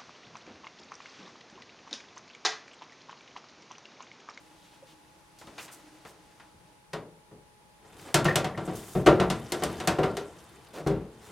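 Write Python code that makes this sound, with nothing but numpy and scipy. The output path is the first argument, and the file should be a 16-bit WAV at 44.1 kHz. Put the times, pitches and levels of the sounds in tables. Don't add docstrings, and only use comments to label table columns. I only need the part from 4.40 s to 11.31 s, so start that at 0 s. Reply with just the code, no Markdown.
import sys
import numpy as np
from scipy import signal
from scipy.io import wavfile

SR = 44100
rng = np.random.default_rng(int(sys.argv[2]) if len(sys.argv) > 2 else 0)


def unload_wav(signal):
    wavfile.write(
        sys.argv[1],
        SR,
        np.round(np.clip(np.atleast_2d(signal).T, -1, 1) * 32767).astype(np.int16),
    )


N = 304731
BAND_EDGES = 25 * 2 ** np.arange(0, 9.5, .425)
BAND_HZ = np.sqrt(BAND_EDGES[1:] * BAND_EDGES[:-1])

# (time
# [s], strength [dB], contact time [ms], boom [dB])
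DROPS = [(3.743, -19, 0.035, -3), (3.845, -37, 0.014, -9), (3.853, -20.5, 0.21, -1.5),
         (3.957, -22.5, 0.041, -2), (4.044, -28, 0.15, -2), (4.175, -30, 0.34, -2), (4.276, -26, 0.85, -1),
         (4.552, -16.5, 1.7, 0.5), (4.662, -18, 0.21, 7), (4.667, -12, 0.32, -1),
         (4.799, -17.5, 0.33, -3.5), (4.901, -27.5, 0.078, -5), (5.121, -31, 0.015, 2.5),
         (5.222, -25.5, 0.36, -1), (5.236, -31.5, 0.0063, 1.5), (5.401, -32.5, 0.12, -1.5),
         (5.474, -22, 0.061, -0.5), (5.585, -20.5, 0.6, 2), (5.632, -23, 0.29, 0.5),
         (5.769, -34.5, 0.073, 4), (6.4, -34, 0.91, 0), (6.463, -16.5, 1.74, -0.5), (6.472, -37, 0.07, 1),
         (6.498, -19, 2.17, 3), (6.607, -32, 2.8, 2)]
# (frequency [Hz], band level [dB])
STEEL_SPECTRUM = [(30, -29), (95, -7), (165, -2.5), (240, -7.5), (340, -6), (700, -7), (1100, -11.5),
                  (2200, -13), (3500, -8.5), (6500, -7), (9500, -3), (15000, -18.5)]
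# (frequency [Hz], t60 [s])
STEEL_DECAY = [(60, 0.42), (170, 0.49), (400, 0.53), (800, 0.35), (2000, 0.26), (5000, 0.19), (9500, 0.18),
               (14000, 0.11)]
# (frequency [Hz], level [dB], t60 [s])
LAMP_MODES = [(159.5, 4.5, 0.52), (429.4, -0.5, 0.59), (787, -13, 0.47), (954, -2.5, 0.3), (1273, -5, 0.11),
              (1865, 0, 0.13)]
# (frequency [Hz], side minus mid [dB])
STEREO_WIDTH = [(100, -23.5), (1200, -20), (2400, -18), (4400, -12.5), (8000, -7), (14000, 2)]


def base_drops(bands):
    out = clatter(DROPS, drop_db, bands, level_db=-3.5)
    out += ringing(DROPS, drop_db, board_modes, level_db=-1.5)
    out += ringing(DROPS, drop_db, lambda s: LAMP_MODES, level_db=-20)
    return out + panel_shimmer()


def strike_db(blow, hz):
    # (frequency [Hz], level [dB])
    response = [(150, -7), (400, 1), (1500, 5.5), (8000, -2.5)]
    strength_db, contact_ms = blow[1:3]
    corner_hz = 1000 / (2 * contact_ms)
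    treble_loss_db = 29 * np.log10(np.hypot(1, hz / corner_hz))
    return strength_db + at_hz(response, hz) - treble_loss_db


def drop_db(drop, hz):
    # (frequency [Hz], share of the boom [ratio])
    boom_share = [(150, -1.1), (370, 1), (900, 0)]
    return strike_db(drop, hz) + drop[-1] * at_hz(boom_share, hz)


def clatter(blows, drive, bands, level_db, crack_db=8, crack_s=0.0045, crack_hz=2500,
            swell_s=0.0073, likeness=0.46, snap_db=19):
    t, hz, out = np.arange(SR * 3 // 5) / SR, BAND_HZ[:, None], np.zeros((2, N))
    swell_hz, snap_hz, hard_contact_ms = 410, 8000, 0.12
    swell = 1 - np.exp(-t / (swell_s * np.sqrt(swell_hz / hz)))
    snap = from_db(snap_db) * hz / (hz + snap_hz) * np.exp(-t / 0.0012)
    crack = from_db(crack_db) * hz / (hz + crack_hz) * np.exp(-t / crack_s)
    body = swell * (from_db(-60 * t / at_hz(STEEL_DECAY, hz)) + crack)
    repeated = likeness ** .5 * noise_bands(len(t), STEREO_WIDTH)
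    for blow, start in zip(blows, rng.integers(0, N - len(t), len(blows))):
        s, _, contact_ms = blow[:3]
        gains = from_db(level_db + drive(blow, BAND_HZ) + at_hz(STEEL_SPECTRUM, BAND_HZ))
        envelope = body + snap / (1 + (contact_ms / hard_contact_ms) ** 2)
        fresh = (1 - likeness) ** .5 * bands[..., start:start + len(t)]
        add(out, s, np.tensordot(gains, envelope[:, None] * (repeated + fresh), 1))
    return out


def ringing(blows, drive, modes_at, level_db, spread_db=4.0, detune=0.0046, build_cycles=0.56):
    t, out = np.arange(SR // 2) / SR, np.zeros((2, N))
    for blow in blows:
        hz, mode_db, t60 = np.transpose(modes_at(blow[0]))
        strength, shift, sign = rng.standard_normal((3, len(hz)))
        attack = 1 - np.exp(-np.outer(hz, t) / build_cycles)
        decay = from_db(-60 * t / t60[:, None])
        gains = np.sign(sign) * from_db(level_db + mode_db + drive(blow, hz) + spread_db * np.tanh(strength))
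        waves = np.sin(np.outer(2 * np.pi * hz * (1 + detune * shift), t)) * attack * decay
        add(out, blow[0], (pan(hz) * gains) @ waves)
    return out


def board_modes(s, main_t60_s=0.37):
    # (frequency [Hz], level [dB], t60 [s])
    steady_modes = [(57, -14, 0.47), (107.5, -16.5, 0.78), (147.3, 1, 0.3), (182.5, -2.5, 0.38),
                    (227.8, -15.5, 0.85), (322.7, -6, 0.42), (515, -28, 0.29), (742.7, -6.5, 0.22),
                    (915, -21.5, 0.54), (1375, -17, 0.45), (2880, -8, 0.06)]
    # (time [s], frequency [Hz], level [dB])
    main_mode = [(4.2, 357, -3), (4.6, 367.7, -4), (5.22, 357, 4), (5.47, 368.5, -7), (5.7, 403, -4)]
    times, hz, db = np.transpose(main_mode)
    return steady_modes + [(np.interp(s, times, hz), np.interp(s, times, db), main_t60_s)]


def panel_shimmer(level_db=-14, decay_scale=0.97, spread_db=6.5, count=60):
    t, out = np.arange(SR * 2 // 5) / SR, np.zeros((2, N))
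    hz = np.geomspace(520, 9000, count) * rng.uniform(.98, 1.02, count)
    t60 = decay_scale * at_hz(STEEL_DECAY, hz)
    waves = np.sin(np.outer(2 * np.pi * hz, t)) * from_db(-60 * t / t60[:, None])
    sides = stereo(1, rng.standard_normal(count), STEREO_WIDTH, hz)
    for drop, (strength, sign) in zip(DROPS, rng.standard_normal((len(DROPS), 2, count))):
        mode_db = level_db + drop_db(drop, hz) + at_hz(STEEL_SPECTRUM, hz) + spread_db * np.tanh(strength)
        add(out, drop[0], (sides * np.sign(sign) * from_db(mode_db)) @ waves)
    return out


def dragging(bands, rumble_db=7, singing_db=-9, singing_width_hz=33, flicker_db=4, grit_db=3.2):
    # (time [s], level [dB])
    pressure = [(3.3, -62.5), (3.62, -57), (4.07, -69.5), (4.29, -53.5), (4.7, -61), (4.97, -55.5),
                (5.34, -49), (5.47, -54), (5.84, -59.5), (6.44, -64), (6.6, -75.5), (6.9, -56.5)]
    # (frequency [Hz], density [dB])
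    rumble_spectrum = [(35, -19), (60, -0.5), (160, 2), (240, -6.5), (360, 5.5), (550, -14.5), (750, -4),
                       (3000, -21), (8000, -37)]
    # (frequency [Hz], density [dB])
    hiss_spectrum = [(700, 6), (1800, 8), (3500, 4), (9500, 4), (13000, -3), (16000, -26)]
    singing_hz = [3087, 3580]
    pressure_db = in_time(pressure)
    ease_in = np.clip((np.arange(N) / SR - pressure[0][0]) / 0.36, 0, 1)
    rumble = np.hypot(from_db(pressure_db + rumble_db), rocking()) * coloured(bands, rumble_spectrum)
    flicker = np.array([from_db(flicker_db * wobble(70).astype(np.float32)) for _ in BAND_HZ])
    grain = rms_one(from_db(grit_db * wobble(900)))
    grit = grain * coloured(bands[..., ::-1] * flicker[:, None], hiss_spectrum)
    singing = rms_one(sum(resonate(rng.standard_normal(N), hz, singing_width_hz) for hz in singing_hz))
    return ease_in * (rumble + from_db(pressure_db) * (grit + from_db(singing_db) * singing))


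def rocking(judder_hz=256, level_db=-14, t60_s=0.46):
    t, power = np.arange(SR) / SR, np.zeros(N)
    for drop in DROPS:
        add(power, drop[0], from_db(drop_db(drop, judder_hz) + level_db - 60 * t / t60_s) ** 2)
    return np.sqrt(power)


def squeaks(waver=0.064):
    # (time [s], frequency [Hz], level [dB], length [s])
    chirps = [(0.422, 532, -50.5, 0.019), (3.883, 1844, -23.5, 0.0093), (3.907, 1817, -29.5, 0.01),
              (4.145, 1910, -45.5, 0.014)]
    t, out = np.arange(SR // 3) / SR, np.zeros(N)
    for s, hz, level_db, length in chirps:
        pitch = hz * (1 + waver * wobble(618)[:len(t)])
        tone = np.sqrt(2) * np.sin(2 * np.pi * np.cumsum(pitch) / SR)
        add(out, s, from_db(level_db) * tone * stroke(t, length, tail_db=-5, tail_t60=0.21))
    return out


def lamp_clunks(bands):
    # (time [s], strength [dB], contact time [ms])
    clunks = [(2.532, -33.5, 0.16), (2.912, -43, 1.8), (3.446, -54.5, .5)]
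    overtones = clatter(clunks, strike_db, bands, level_db=-0.5)
    return overtones + ringing(clunks, strike_db, lambda s: LAMP_MODES, level_db=-4.5)


def finger_taps(bands, handle_hz=855):
    # (time [s], strength [dB], contact time [ms], passed to the body [dB])
    taps = [(1.013, -43.5, 0.16, -4), (1.071, -44.5, 0.11, 3), (1.181, -31, 0.18, -15),
            (1.280, -34.5, 0.3, -27), (1.65, -37.5, 0.25, -7.5), (1.998, -33, 0.56, -23),
            (2.137, -37, 5.8, -1)]

    def tap_db(tap, hz):
        return strike_db(tap, hz) + tap[-1] / (1 + (hz / handle_hz) ** 4)

    return clatter(taps, tap_db, bands, level_db=-6.5, crack_db=-3, crack_s=0.0086, crack_hz=100,
                   swell_s=0.001, likeness=0, snap_db=14)


def scuffs(grain_db=2):
    # (time [s], length [s], level [dB], centre [Hz], width [Hz])
    rubs = [(0.147, 0.29, -64.5, 3400, 1490), (0.453, 0.095, -62.5, 3300, 2000),
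            (0.986, 0.003, -57.5, 4700, 3950), (1.176, 0.035, -48.5, 2510, 500),
            (1.18, .1, -52, 6580, 5030), (1.306, 0.058, -54, 8200, 4500), (1.649, 0.08, -61, 5000, 7150),
            (3.556, 0.12, -60.5, 6950, 7000), (3.635, 0.11, -47, 426, 390), (3.879, 0.022, -43, 2250, 1190),
            (4.352, 0.011, -48, 7360, 8000), (4.373, 0.29, -51.5, 7700, 8000),
            (6.328, 0.049, -56.5, 2000, 5970), (6.329, 0.095, -43, 394, 340),
            (6.804, 0.099, -62, 3970, 8000)]
    t, out = np.arange(SR // 3) / SR, np.zeros((2, N))
    for s, length, level_db, hz, width_hz in rubs:
        mid, side = rng.standard_normal((2, len(t))) * from_db(grain_db * wobble(506)[:len(t)])
        rub = rms_one(resonate(stereo(mid, side, STEREO_WIDTH, hz), hz, width_hz))
        add(out, s, from_db(level_db) * rub * stroke(t, length, tail_db=3.5, tail_t60=0.34))
    return out


def sleeve_rustle(bands, level_db=3, hollow_db=-2.5):
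    # (time [s], level [dB])
    reach = [(0.0, -64), (0.59, -68), (0.91, -69.5), (1.18, -59.5), (2.17, -70), (2.4, -52.5)]
    # (frequency [Hz], density [dB])
    cloth_spectrum = [(100, -22), (600, 13), (2700, 4.5), (6000, 1), (10000, -6), (15000, -16)]
    fade_out = np.clip((reach[-1][0] - np.arange(N) / SR) / 0.35, 0, 1)
    hollow = from_db(hollow_db) * rms_one(resonate(rng.standard_normal(N), hz=308, width_hz=20))
    envelope = fade_out * from_db(in_time(reach) + level_db + wobble(43.2))
    return envelope * (coloured(bands, cloth_spectrum) + hollow)


def room_nulls(x):
    # (frequency [Hz], width [Hz])
    nulls = [(78, 2.3), (212, 8.7), (268, 16.5), (860, 60)]
    for hz, width_hz in nulls:
        x = x - resonate(x, hz, width_hz)
    return x


def room_tone(air_db=-60.9, whine_hz=841, whine_db=-67):
    # (frequency [Hz], density [dB])
    air_spectrum = [(25, -15), (59, -0.5), (92, -11), (153, 3), (217, -9.5), (545, -6.5), (734, -50),
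                    (863, -47), (1070, -15.5), (2100, -15.5), (10500, -26), (15000, -39)]
    # (frequency [Hz], side minus mid [dB])
    air_width = [(80, -7.5), (700, 0)]
    # (centre [Hz], width [Hz], level [dB])
    fan_bands = [(918, 144, -65.5), (9440, 560, -74)]
    whine = from_db(whine_db) * np.sqrt(2) * np.sin(2 * np.pi * whine_hz * np.arange(N) / SR)
    rush = sum(from_db(db) * rms_one(resonate(rng.standard_normal((2, N)), hz, width_hz))
               for hz, width_hz, db in fan_bands)
    return from_db(air_db) * coloured(noise_bands(N, air_width), air_spectrum) + whine + rush


def stroke(t, length, tail_db, tail_t60):
    progress = np.minimum(t / length, 1)
    return np.sin(np.pi * progress) + progress * from_db(tail_db - 60 * t / tail_t60)


def noise_bands(size, width):
    white, bands = rng.standard_normal((2, 2, size + SR // 4)), []
    for k, hz in enumerate(BAND_HZ):
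        sos = signal.butter(2, BAND_EDGES[k:k + 2], "band", fs=SR, output="sos")
        mid, side = signal.sosfilt(sos, white[k % 2])[:, -size:]
        bands.append(rms_one(stereo(mid, side, width, hz)) * pan(hz))
    return np.array(bands, np.float32)


def coloured(bands, spectrum):
    gains = from_db(at_hz(spectrum, BAND_HZ)) * np.sqrt(BAND_HZ)
    return rms_one(np.tensordot(gains.astype(np.float32), bands, 1))


def stereo(mid, side, width, hz):
    return mid + from_db(at_hz(width, hz)) * side * [[1], [-1]]


def pan(hz):
    # (frequency [Hz], left minus right [dB])
    balance = [(300, 1.8), (1200, 1.1), (9000, -0.094)]
    return from_db(at_hz(balance, hz) * np.array([[.5], [-.5]]))


def resonate(x, hz, width_hz):
    r = np.exp(-np.pi * width_hz / SR)
    feedback = [1, -2 * r * np.cos(2 * np.pi * hz / SR), r * r]
    return signal.lfilter(np.array([1, 0, -1]) * (1 - r * r) / 2, feedback, x)


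def wobble(rate_hz):
    return np.interp(np.arange(N) * rate_hz / SR, np.arange(N // 8), rng.standard_normal(N // 8))


def from_db(db):
    return 10 ** (np.asarray(db) / 20)


def rms_one(x):
    return x / np.sqrt(np.mean(x ** 2) + 1e-20)


def in_time(curve):
    return np.interp(np.arange(N) / SR, *np.transpose(curve))


def at_hz(curve, hz):
    curve_hz, values = np.transpose(curve)
    return np.interp(np.log(hz), np.log(curve_hz), values)


def add(out, s, sound):
    start = round(s * SR)
    out[..., start:start + sound.shape[-1]] += sound[..., :N - start]


def scene():
    bands = noise_bands(N, STEREO_WIDTH)
    steel = base_drops(bands) + dragging(bands) + lamp_clunks(bands)
    hand = finger_taps(bands) + sleeve_rustle(bands)
    return room_nulls(steel) + hand + scuffs() + squeaks() + room_tone()


def record(dry):
    cutoff_hz = 16300
    return signal.sosfilt(signal.ellip(10, .2, 80, cutoff_hz, fs=SR, output="sos"), dry)


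dry = scene()
out = record(dry)
unload_wav(out)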